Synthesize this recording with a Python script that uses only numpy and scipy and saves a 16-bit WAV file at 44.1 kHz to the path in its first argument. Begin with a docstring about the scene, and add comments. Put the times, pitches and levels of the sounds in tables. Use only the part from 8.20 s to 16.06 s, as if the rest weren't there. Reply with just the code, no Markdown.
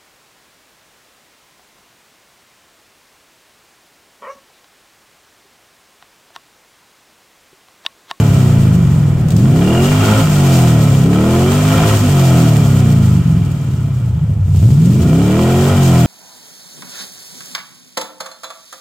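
"""V8 revving by a highway

A parked convertible is revved three times, the microphone behind its tail pipes. Close by, firing
pulses ring the pipes: they bark and crack under throttle, stutter at top speed, drone as the engine
runs down and lope near idle. Fan and intake hiss from the far end of the car; traffic lies beyond."""
import sys
import numpy as np
from scipy import signal
from scipy.fft import rfft, irfft
from scipy.io import wavfile
from scipy.ndimage import uniform_filter1d

SR = 44100
rng = np.random.default_rng(int(sys.argv[2]) if len(sys.argv) > 2 else 0)


def wrap_up_sound(samples):
    """Save the sound to the file named by the first command line argument, as 16-bit audio."""
    columns = np.atleast_2d(samples).T
    # keep every value between -1 and 1, then stretch to whole-number steps
    tamed = np.clip(columns, -1, 1)
    steps = np.round(tamed * 32767).astype(np.int16)
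    wavfile.write(sys.argv[1], SR, steps)


N = 346626
TIME = np.arange(N) / SR
TAPS = 8192
GRID_HZ = np.maximum(np.arange(TAPS // 2 + 1) * SR / TAPS, 1)

# how alike the noise is on both sides of the microphone: (frequency [Hz], correlation [0-1])
LIKENESS = [(100, .98), (500, .92), (1000, .75), (2000, .42), (4000, .25), (8000, .15), (14000, .1)]
# which way the noise leans: (frequency [Hz], left minus right [dB])
BALANCE_DB = [(200, 4.5), (600, -2), (1100, -3), (2000, 1.5), (4000, -1), (8000, 3.5), (10500, 1.5),
              (13500, -10.5), (16000, -16)]
# tyre noise from the highway: (frequency [Hz], relative level [dB])
TRAFFIC_SPECTRUM = [(20, 9), (60, -1), (200, 0.5), (500, -1), (1000, -10.5), (2000, -19), (4000, -34),
                    (8000, -33), (16000, -55)]
# passing vehicles: (nearest at [s], level [dB], time from there to 3 dB down [s, sign ignored])
PASSES = [(1.0, -29.5, 1), (4.9, -48.5, -2.5)]
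# fan and intake at the front of the car: (frequency [Hz], relative level [dB])
HISS_SPECTRUM = [(300, 10), (1500, -6.5), (3000, 2.5), (4000, -1), (5400, 1), (6100, -2), (6700, 3.5),
                 (9000, 0), (10200, -13), (11500, -5), (12400, -9), (14000, 0), (14800, -12), (16000, -8)]
# small ticks from the engine bay: (time [s], relative level [dB])
BAY_TICKS = [(1.085, -26), (1.105, -22), (1.119, -26), (1.165, -21.5), (5.315, -36), (6.305, -48)]
# brief chirps at top speed: (time [s], level [dB], pitch [Hz])
CHIRPS = [(1.828, -20.5, 1430), (1.92, -16, 1400), (3.54, -17, 1277)]
# pedal presses: (start [s], end [s], opening time [s], pull [Hz/s], pull fades this far below top [Hz])
REVS = [(1.098, 2.026, .017, 54.06, 4.73), (2.817, 3.758, .01, 31.61, 3.87),
        (6.249, 7.563, .234, 39.03, 13.6)]
# engine braking, pedal up: (cycle rate [Hz], slowing [Hz/s])
ENGINE_BRAKING = [(11, 7.57), (20, 10.36), (27, 19.2), (38, 23.61), (52, 29.47)]
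# cylinders in firing order, the bank nearer the microphone louder: (relative level [dB])
CYLINDER_DB = [1, -6, -5, 0, -6, -1, 1.5, -3]
# standing waves in the pipes: (frequency [Hz], width [Hz], lift [dB])
PIPE_MODES = [(135, 114, 2), (368, 19, 7), (431.6, 32, 7.5), (536, 35, 6.5), (680, 103, 11),
              (859.7, 22, 9.5), (1013, 36, 6.5), (1295, 59, 7.5), (1407, 30, 7.5), (1895, 70, 7),
              (2358, 83, 11), (2880, 210, 4.5), (3200, 75, 8)]
# what mufflers and tail pipes let through: (frequency [Hz], relative gain [dB])
MUFFLER_RESPONSE = [(25, -51), (50, -26), (75, -13.5), (105, -3.5), (145, 0.5), (190, -6), (250, -8),
                    (310, -13), (450, -19.5), (600, -20.5), (750, -16), (900, -17), (1400, -25)]
# turbulent exhaust gas: (frequency [Hz], relative level [dB])
RASP_SPECTRUM = [(100, -14), (300, -5), (500, -4), (800, -5), (1200, -2), (1480, -4), (1650, -9),
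                 (2200, -11), (3200, -11), (4200, -20), (8000, -28), (16000, -42)]
# a single puff of exhaust: (frequency [Hz], relative level [dB])
PUFF_SPECTRUM = [(20, -27), (45, -21), (65, -2), (100, 3.5), (150, 4.5), (220, -4), (320, -18),
                 (500, -29.5), (900, -38), (2000, -47), (5000, -55)]
# one cylinder cracks as revs climb: (start [s], end [s], relative level at start [dB], at end [dB])
CRACK_RUNS = [(1.361, 1.56, -25.5, -20), (2.932, 3.22, -20, -29), (7.007, 7.204, -31, -18)]
# hard firings in the run-down: (time [s], peak level [dB])
THUMPS = [(5.485, -9), (5.54, -7.5), (5.599, -20)]
# irregular firings, nearly all weak: (time [s], level change [dB], half length [s])
MISFIRES = [(0.977, -1, .017), (1.07, 2, 0.013), (5.037, -15, 0.024), (5.394, -5.5, 0.22),
            (5.559, -11, 0.014), (5.996, -9, 0.013), (6.065, -10, 0.015), (6.151, -17, .017)]
# the firing breaks up when held flat out: (start [s], end [s], depth [0-1])
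STUTTERS = [(1.807, 2.103, 1), (3.515, 3.93, 0.9), (7.45, 7.61, 0.27)]
# relative order levels: (multiple of the cycle rate, coasting [dB], pulling [dB], stuttering [dB])
EXHAUST_ORDERS = [(1, 16, 17, 13), (2, 9, 11, 15), (3, 12, 8, 7), (4, 10, 3, 6), (5, 8, 14, 12),
                  (6, 5, 7, 8), (7, 8, 1, 11), (8, 6, 14, 6), (9, 3, 8, 4), (10, -3, 3, 9), (11, -4, 8, 0),
                  (12, 1, 4, 0), (13, -3, 5, -4), (14, -8, -3, -8), (15, 0, -8, -5), (16, -6, 0, -3),
                  (17, -2, -3, -1), (18, -8, -7, -10), (19, -13, -8, -3), (20, -9, -11, -2),
                  (21, -16, -5, -7), (22, -13, -11, -5), (23, -17, -13, -8), (24, -8, -6, -6)]
# the exhaust, pedal up: (cycle rate [Hz], boom [dB], bark [dB], uneven firing [dB re the boom])
COASTING_LEVELS = [(12, -11.5, -54.5, -11.5), (15.7, -14.5, -24, -11), (21.9, -9.5, -38, -7.5),
                   (26.2, -8, -32, -23), (35.6, -8.5, -26.5, -8), (42, -8, -21, -37), (46.8, -9, -24, -28),
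                   (50, -10, -30, -7)]
# under throttle: (cycle rate [Hz], boom [dB], bark [dB], uneven firing [dB re the boom])
PULLING_LEVELS = [(12, -4.5, -45, 1), (20.8, -7.5, -24.5, -17), (29.2, -8, -25.5, 0),
                  (39.4, -11.5, -19.5, -35), (46, -11, -18.5, -10), (55.2, -10, -33.5, -17)]

START_HZ, CRUISE_HZ, TOP_HZ = 36.4, 40, 53.43   # engine speed in four-stroke cycles per second
PEDAL_RELEASE_S, BREATHING_LAG_S = .05, .022   # the gas flow lags behind the pedal
STUTTER_FADE_S, STUTTER_RASP_LIFT_DB = .034, 2.5
STUTTER_BOOM_DB, STUTTER_BARK_DB, STUTTER_UNEVEN_DB = -10, -21, -5.5
# rasp and fan: base level at cruising speed, rise per doubling of speed, change under throttle
RASP_DB, RASP_DB_PER_OCTAVE, RASP_THROTTLE_DB = -30.5, 12.5, -1.4
FAN_DB, FAN_DB_PER_OCTAVE, FAN_THROTTLE_DB = -33, 14, -4
INTAKE_DB, INTAKE_SWELL_S = -42, .14
DIP_FROM_HZ, DIP_SPAN_HZ, DIP_DB = 42.4, 12.5, -7


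def from_db(db):
    """Decibels to gain."""
    return np.exp(np.asarray(db) * (np.log(10) / 20))


def rms_one(x):
    """Scale to rms 1."""
    return x / np.sqrt(np.mean(x ** 2) + 1e-20)


def gate(start_s, end_s, attack_s, release_s):
    """Rise to 1, hold, and fall back to 0."""
    return np.clip((TIME - start_s) / attack_s, 0, 1) * np.clip((end_s - TIME) / release_s, 0, 1)


def drift(rate_hz):
    """Smooth random wander with rms 1."""
    knots = rng.standard_normal(2000)
    return rms_one(np.interp(TIME * rate_hz, np.arange(len(knots)), knots))


def strikes(events, decay_s):
    """Sharp attacks that die away, one for each (time [s], level [dB])."""
    clicks = np.zeros(N)
    for s, db in events:
        clicks[int(s * SR)] = from_db(db)
    return signal.lfilter([1], [1, -np.exp(-1 / (decay_s * SR))], clicks + 1e-18)


def by_speed(rows, cycle_hz):
    """Read each column of a table at the engine's speed."""
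    hz, *columns = np.transpose(rows)
    return np.array([np.interp(cycle_hz, hz, c) for c in columns])


def on_grid(points):
    """A spectrum joined by straight lines over log frequency."""
    hz, value = np.transpose(points)
    return np.interp(np.log(GRID_HZ), np.log(hz), value)


def causal(db):
    """Log gain and phase of the minimum-phase filter with this spectrum."""
    cepstrum = irfft(np.log(from_db(db)))
    cepstrum[1:TAPS // 2] *= 2
    cepstrum[TAPS // 2 + 1:] = 0
    return rfft(cepstrum)


def colour(x, db):
    """Pass a sound through the causal filter with this spectrum."""
    return signal.oaconvolve(x, irfft(np.exp(causal(db))))[:N]


def stereo_noise(db, envelope, band_hz):
    """Coloured noise at the microphone, wider in the treble; the envelope sets its level in the band."""
    inside = (GRID_HZ > band_hz[0]) & (GRID_HZ < band_hz[1])
    db = db - 10 * np.log10(np.mean(from_db(db) ** 2 * inside))
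    alike = np.clip(on_grid(LIKENESS), -.9, .999)
    mid = colour(rng.standard_normal(N) * envelope, db)
    side = colour(rng.standard_normal(N) * envelope, db + 10 * np.log10((1 - alike) / (1 + alike)))
    lean_db = on_grid(BALANCE_DB)
    right_db = 10 * np.log10(2 / (1 + from_db(lean_db) ** 2))
    return np.array([colour(mid + side, right_db + lean_db), colour(mid - side, right_db)])


def traffic(far_db):
    """Tyres on the highway: a steady far wash, and nearer vehicles that swell and fade with distance."""
    passing = sum(from_db(db) ** 2 / (1 + ((TIME - s) / near_s) ** 2) for s, db, near_s in PASSES)
    envelope = np.sqrt(from_db(far_db) ** 2 + passing)
    return stereo_noise(on_grid(TRAFFIC_SPECTRUM), envelope, band_hz=(20, 16000))


def wall_echo(x, delay_s, echo_db):
    """A faint reflection off the roadside wall reaches the microphone from the side, adding width."""
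    return x + from_db(echo_db) * np.interp(TIME - delay_s, TIME, x, left=0) * np.array([[1], [-1]])


def fan_and_intake_db(octaves, throttle, dip_db):
    """The fan's level follows the speed; the intake rushes as soon as the throttle cracks open."""
    fan = from_db(FAN_DB + FAN_DB_PER_OCTAVE * octaves + FAN_THROTTLE_DB * throttle + dip_db)
    opening = uniform_filter1d(np.minimum(3 * throttle, 1), int(INTAKE_SWELL_S * SR))
    return 20 * np.log10(np.hypot(fan, from_db(INTAKE_DB) * opening))


def engine_bay(cycles, firing, hiss_db, clatter, flicker_db):
    """A car's length away, fan and intake hiss, with the patter of valve gear and a few ticks."""
    since_firing = cycles * len(CYLINDER_DB) - firing
    valve_taps = rng.exponential(1, firing[-1] + 1)[firing] * np.exp(-since_firing)
    hiss = from_db(hiss_db + flicker_db * drift(35)) * rms_one(1 + clatter * valve_taps)
    ticks = from_db(-9.5) * strikes(BAY_TICKS, decay_s=.0052)
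    return stereo_noise(on_grid(HISS_SPECTRUM), hiss + ticks, band_hz=(4000, 9000))


def metal_buzz(cycles, start_s, end_s, hz, width_hz, decay_cycles):
    """A loose piece of metal chatters once in each cycle; it swells, then settles."""
    since_knock = (cycles - np.interp(start_s, TIME, cycles)) % 1
    shake = rms_one(np.exp(-since_knock / decay_cycles))
    swell = gate(start_s, end_s, attack_s=.09, release_s=.31)
    ring_db = -10 * np.log10(1 + (2 * (GRID_HZ - hz) / width_hz) ** 4)
    return swell * stereo_noise(ring_db, shake, band_hz=(2000, 4000))


def chirps(wander, decay_s):
    """Short unsteady tones ring out at the top of a rev."""
    clock = np.cumsum(1 + wander * drift(200)) / SR
    return sum(strikes([(s, db)], decay_s) * np.sin(2 * np.pi * hz * clock) for s, db, hz in CHIRPS)


def through_pipes(spectrum):
    """A spectrum in dB, lifted at the standing waves of the pipes."""
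    lift_db = sum(db / (1 + (2 * (GRID_HZ - hz) / width) ** 2) for hz, width, db in PIPE_MODES)
    return on_grid(spectrum) + lift_db


def gas_rasp(cycles, firing, throttle, decay_firings, steady, scatter_db, coast_depth):
    """Each opening exhaust valve lets out a burst of turbulence, sharper under throttle."""
    since_firing = cycles * len(CYLINDER_DB) - firing
    cylinder_db = np.take(CYLINDER_DB, firing % len(CYLINDER_DB))
    strength = from_db(cylinder_db + scatter_db * rng.standard_normal(firing[-1] + 1)[firing])
    bursts = rms_one(strength * np.exp(-since_firing / decay_firings) + steady)
    depth = np.clip(coast_depth + (1 - coast_depth) * throttle, 0, 1)
    envelope = np.sqrt(depth * bursts ** 2 + 1 - depth)
    return stereo_noise(through_pipes(RASP_SPECTRUM), envelope, band_hz=(1100, 2400))


def thumps():
    """Single hard firings boom through the mufflers."""
    boom = colour(strikes(THUMPS, decay_s=.00092), through_pipes(PUFF_SPECTRUM))
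    return boom / np.abs(boom).max() * from_db(max(db for _, db in THUMPS))


def cracks(cycles, decay_s, front_s, front_db, scatter_db):
    """Once a cycle a hard blow-down leaves the pipe: a steep pressure front, then a burst of rasp."""
    events = []
    for start_s, end_s, start_db, end_db in CRACK_RUNS:
        crack_cycles = np.arange(*np.interp([start_s, end_s], TIME, cycles))
        times = np.interp(crack_cycles, cycles, TIME)
        levels_db = np.interp(times, [start_s, end_s], [start_db, end_db])
        offsets_db = scatter_db * rng.standard_normal(64)
        events += zip(times, levels_db + offsets_db[:len(times)])
    pipe_db = through_pipes(RASP_SPECTRUM)
    front = from_db(front_db) * colour(strikes(events, front_s), pipe_db)
    return front + stereo_noise(pipe_db, strikes(events, decay_s), band_hz=(500, 4000))


def crank():
    """The pedal spins the engine up, then it brakes itself: (cycle rate [Hz], throttle [0-1])."""
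    step = 88   # samples between speed updates
    pedal = np.array([gate(start, end, opening, PEDAL_RELEASE_S) for start, end, opening, _, _ in REVS])
    pull, fade_hz = np.transpose(REVS)[3:]
    drag_hz, drag = np.transpose(ENGINE_BRAKING)
    speeds = [START_HZ]
    for down in pedal[:, ::step].T:
        hz = speeds[-1]
        gained = down @ (pull * np.tanh((TOP_HZ - hz) / fade_hz))
        lost = (1 - down.sum()) * np.interp(hz, drag_hz, drag)
        speeds.append(hz + (gained - lost) * step / SR)
    throttle = np.interp(TIME - BREATHING_LAG_S, TIME, pedal.sum(axis=0))
    return np.interp(np.arange(N) / step, np.arange(len(speeds)), speeds), throttle


def uneven_firing(cycle_hz, firing):
    """No two charges burn alike: puffs of random size fill in between the exhaust orders."""
    sizes = np.clip(rng.standard_normal(firing[-1] + 1), -2, 2)
    puffs = np.diff(firing, prepend=0) * sizes[firing] / np.sqrt(cycle_hz)
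    return rms_one(colour(puffs, through_pipes(PUFF_SPECTRUM)))


def misfire_gain():
    """The gain of the boom, sagging at each weak firing."""
    return from_db(sum(db * np.clip(1 - np.abs(TIME - s) / half_s, 0, 1) for s, db, half_s in MISFIRES))


def exhaust_levels(cycle_hz, throttle, stutter):
    """Boom, bark and unevenness in dB follow from speed, throttle and stutter."""
    coasting, pulling = by_speed(COASTING_LEVELS, cycle_hz), by_speed(PULLING_LEVELS, cycle_hz)
    running = (1 - throttle) * coasting + throttle * pulling
    stuttering = np.array([[STUTTER_BOOM_DB], [STUTTER_BARK_DB], [STUTTER_UNEVEN_DB]])
    return (1 - stutter) * running + stutter * stuttering


def exhaust_tone(cycle_hz, cycles, load, stutter, split_hz, waver_db, idle_tilt_db):
    """Firing pulses make multiples of the cycle rate, shaped by the pipes: (low boom, high bark)."""
    step = 8   # the orders are low enough for a reduced sample rate
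    cycle_hz, cycles, load, stutter = (c[::step] for c in (cycle_hz, cycles, load, stutter))
    pipes = causal(through_pipes(MUFFLER_RESPONSE))
    slots = np.arange(len(CYLINDER_DB)) / len(CYLINDER_DB)
    idling = np.clip((19 - cycle_hz) / 6, 0, 1)
    restless_db = waver_db * (1 + 2 * idling + 2 * stutter)
    tone, power = 0, 0
    for order, coast_db, pull_db, stutter_db in EXHAUST_ORDERS:
        db = coast_db + load * (pull_db - coast_db)
        db += stutter * (stutter_db - db)
        # slow, soft pulses near idle lose their upper orders
        db += idling * idle_tilt_db * np.log2(max(order, 7))
        pipe = np.interp(order * cycle_hz, GRID_HZ, pipes)
        gain = from_db(db + restless_db * drift(20)[::step]) * np.exp(pipe.real)
        firing_phase = np.angle(from_db(CYLINDER_DB) @ np.exp(-2j * np.pi * order * slots))
        # echoes in the long pipes scramble the timing of the upper orders
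        scramble = np.clip((order - 6) / 3, 0, 1) * rng.uniform(-np.pi, np.pi)
        bark_share = np.clip(2 * (order * cycle_hz / split_hz - 1) + .5, 0, 1)
        gains = gain * np.array([1 - bark_share, bark_share])
        tone += gains * np.cos(2 * np.pi * order * cycles + firing_phase + scramble + pipe.imag)
        power += gains ** 2 / 2
    levelled = tone / np.sqrt(power + 1e-6)
    return signal.resample_poly(levelled, step, 1, axis=1, window=("kaiser", 10))[:, :N]


def tail_pipes(cycle_hz, cycles, firing, throttle, stutter):
    """The exhaust note, nearest the microphone: boom with uneven puffs, and the bark above it."""
    # near idle the engine carries its own load again and sounds as under throttle
    load = np.maximum(throttle, np.clip((20 - cycle_hz) / 9, 0, 1))
    boom, bark = exhaust_tone(cycle_hz, cycles, load, stutter,
                              split_hz=333, waver_db=1.72, idle_tilt_db=-13.5)
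    boom_gain, bark_gain, uneven = from_db(exhaust_levels(cycle_hz, throttle, stutter * throttle))
    boom = (boom + uneven * uneven_firing(cycle_hz, firing)) / np.sqrt(1 + uneven ** 2)
    bark_fade_in = np.clip((cycle_hz - 14) / 16, 0, 1)
    return misfire_gain() * boom_gain * boom + bark_fade_in * bark_gain * bark


def scene():
    """The roadside from behind the car: the crank drives exhaust and engine bay; traffic passes beyond."""
    cycle_hz, throttle = crank()
    cycles = np.cumsum(cycle_hz * (1 + .0015 * drift(40))) / SR
    firing = (cycles * len(CYLINDER_DB)).astype(int)   # running count of firings
    octaves = np.log2(cycle_hz / CRUISE_HZ)
    stutter = sum(depth * gate(start, end, STUTTER_FADE_S, STUTTER_FADE_S)
                  for start, end, depth in STUTTERS)
    # pedal up at high speed: rasp and hiss dip briefly, then recover as the revs fall
    high_revs = np.clip((cycle_hz - DIP_FROM_HZ) / DIP_SPAN_HZ, 0, 1)
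    dip_db = DIP_DB * (1 - throttle) * high_revs
    exhaust = tail_pipes(cycle_hz, cycles, firing, throttle, stutter)
    exhaust = wall_echo(exhaust, delay_s=.084, echo_db=-24)
    rasp_db = RASP_DB + RASP_DB_PER_OCTAVE * octaves + dip_db
    rasp_db += throttle * (RASP_THROTTLE_DB + STUTTER_RASP_LIFT_DB * stutter)
    rasp = from_db(rasp_db) * gas_rasp(cycles, firing, throttle, decay_firings=.89, steady=.68,
                                       scatter_db=3.5, coast_depth=.5)
    hiss_db = fan_and_intake_db(octaves, throttle, dip_db)
    bay = engine_bay(cycles, firing, hiss_db, clatter=.19, flicker_db=1.35)
    buzz = metal_buzz(cycles, start_s=1.391, end_s=2, hz=2830, width_hz=130, decay_cycles=.31)
    cracking = cracks(cycles, decay_s=.0043, front_s=.0006, front_db=14.5, scatter_db=1)
    accents = thumps() + cracking + chirps(wander=.04, decay_s=.024)
    return traffic(far_db=-48.5) + bay + from_db(-32.5) * buzz + accents + rasp + exhaust


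def record(dry):
    """After the microphone, the highest peaks are rounded off and the treble is cut above 15.8 kHz."""
    rounded = dry / (1 + np.abs(dry) ** 8) ** (1 / 8)
    return signal.sosfilt(signal.ellip(12, .1, 90, 15800, fs=SR, output="sos"), rounded)


dry = scene()
out = record(dry)
wrap_up_sound(out)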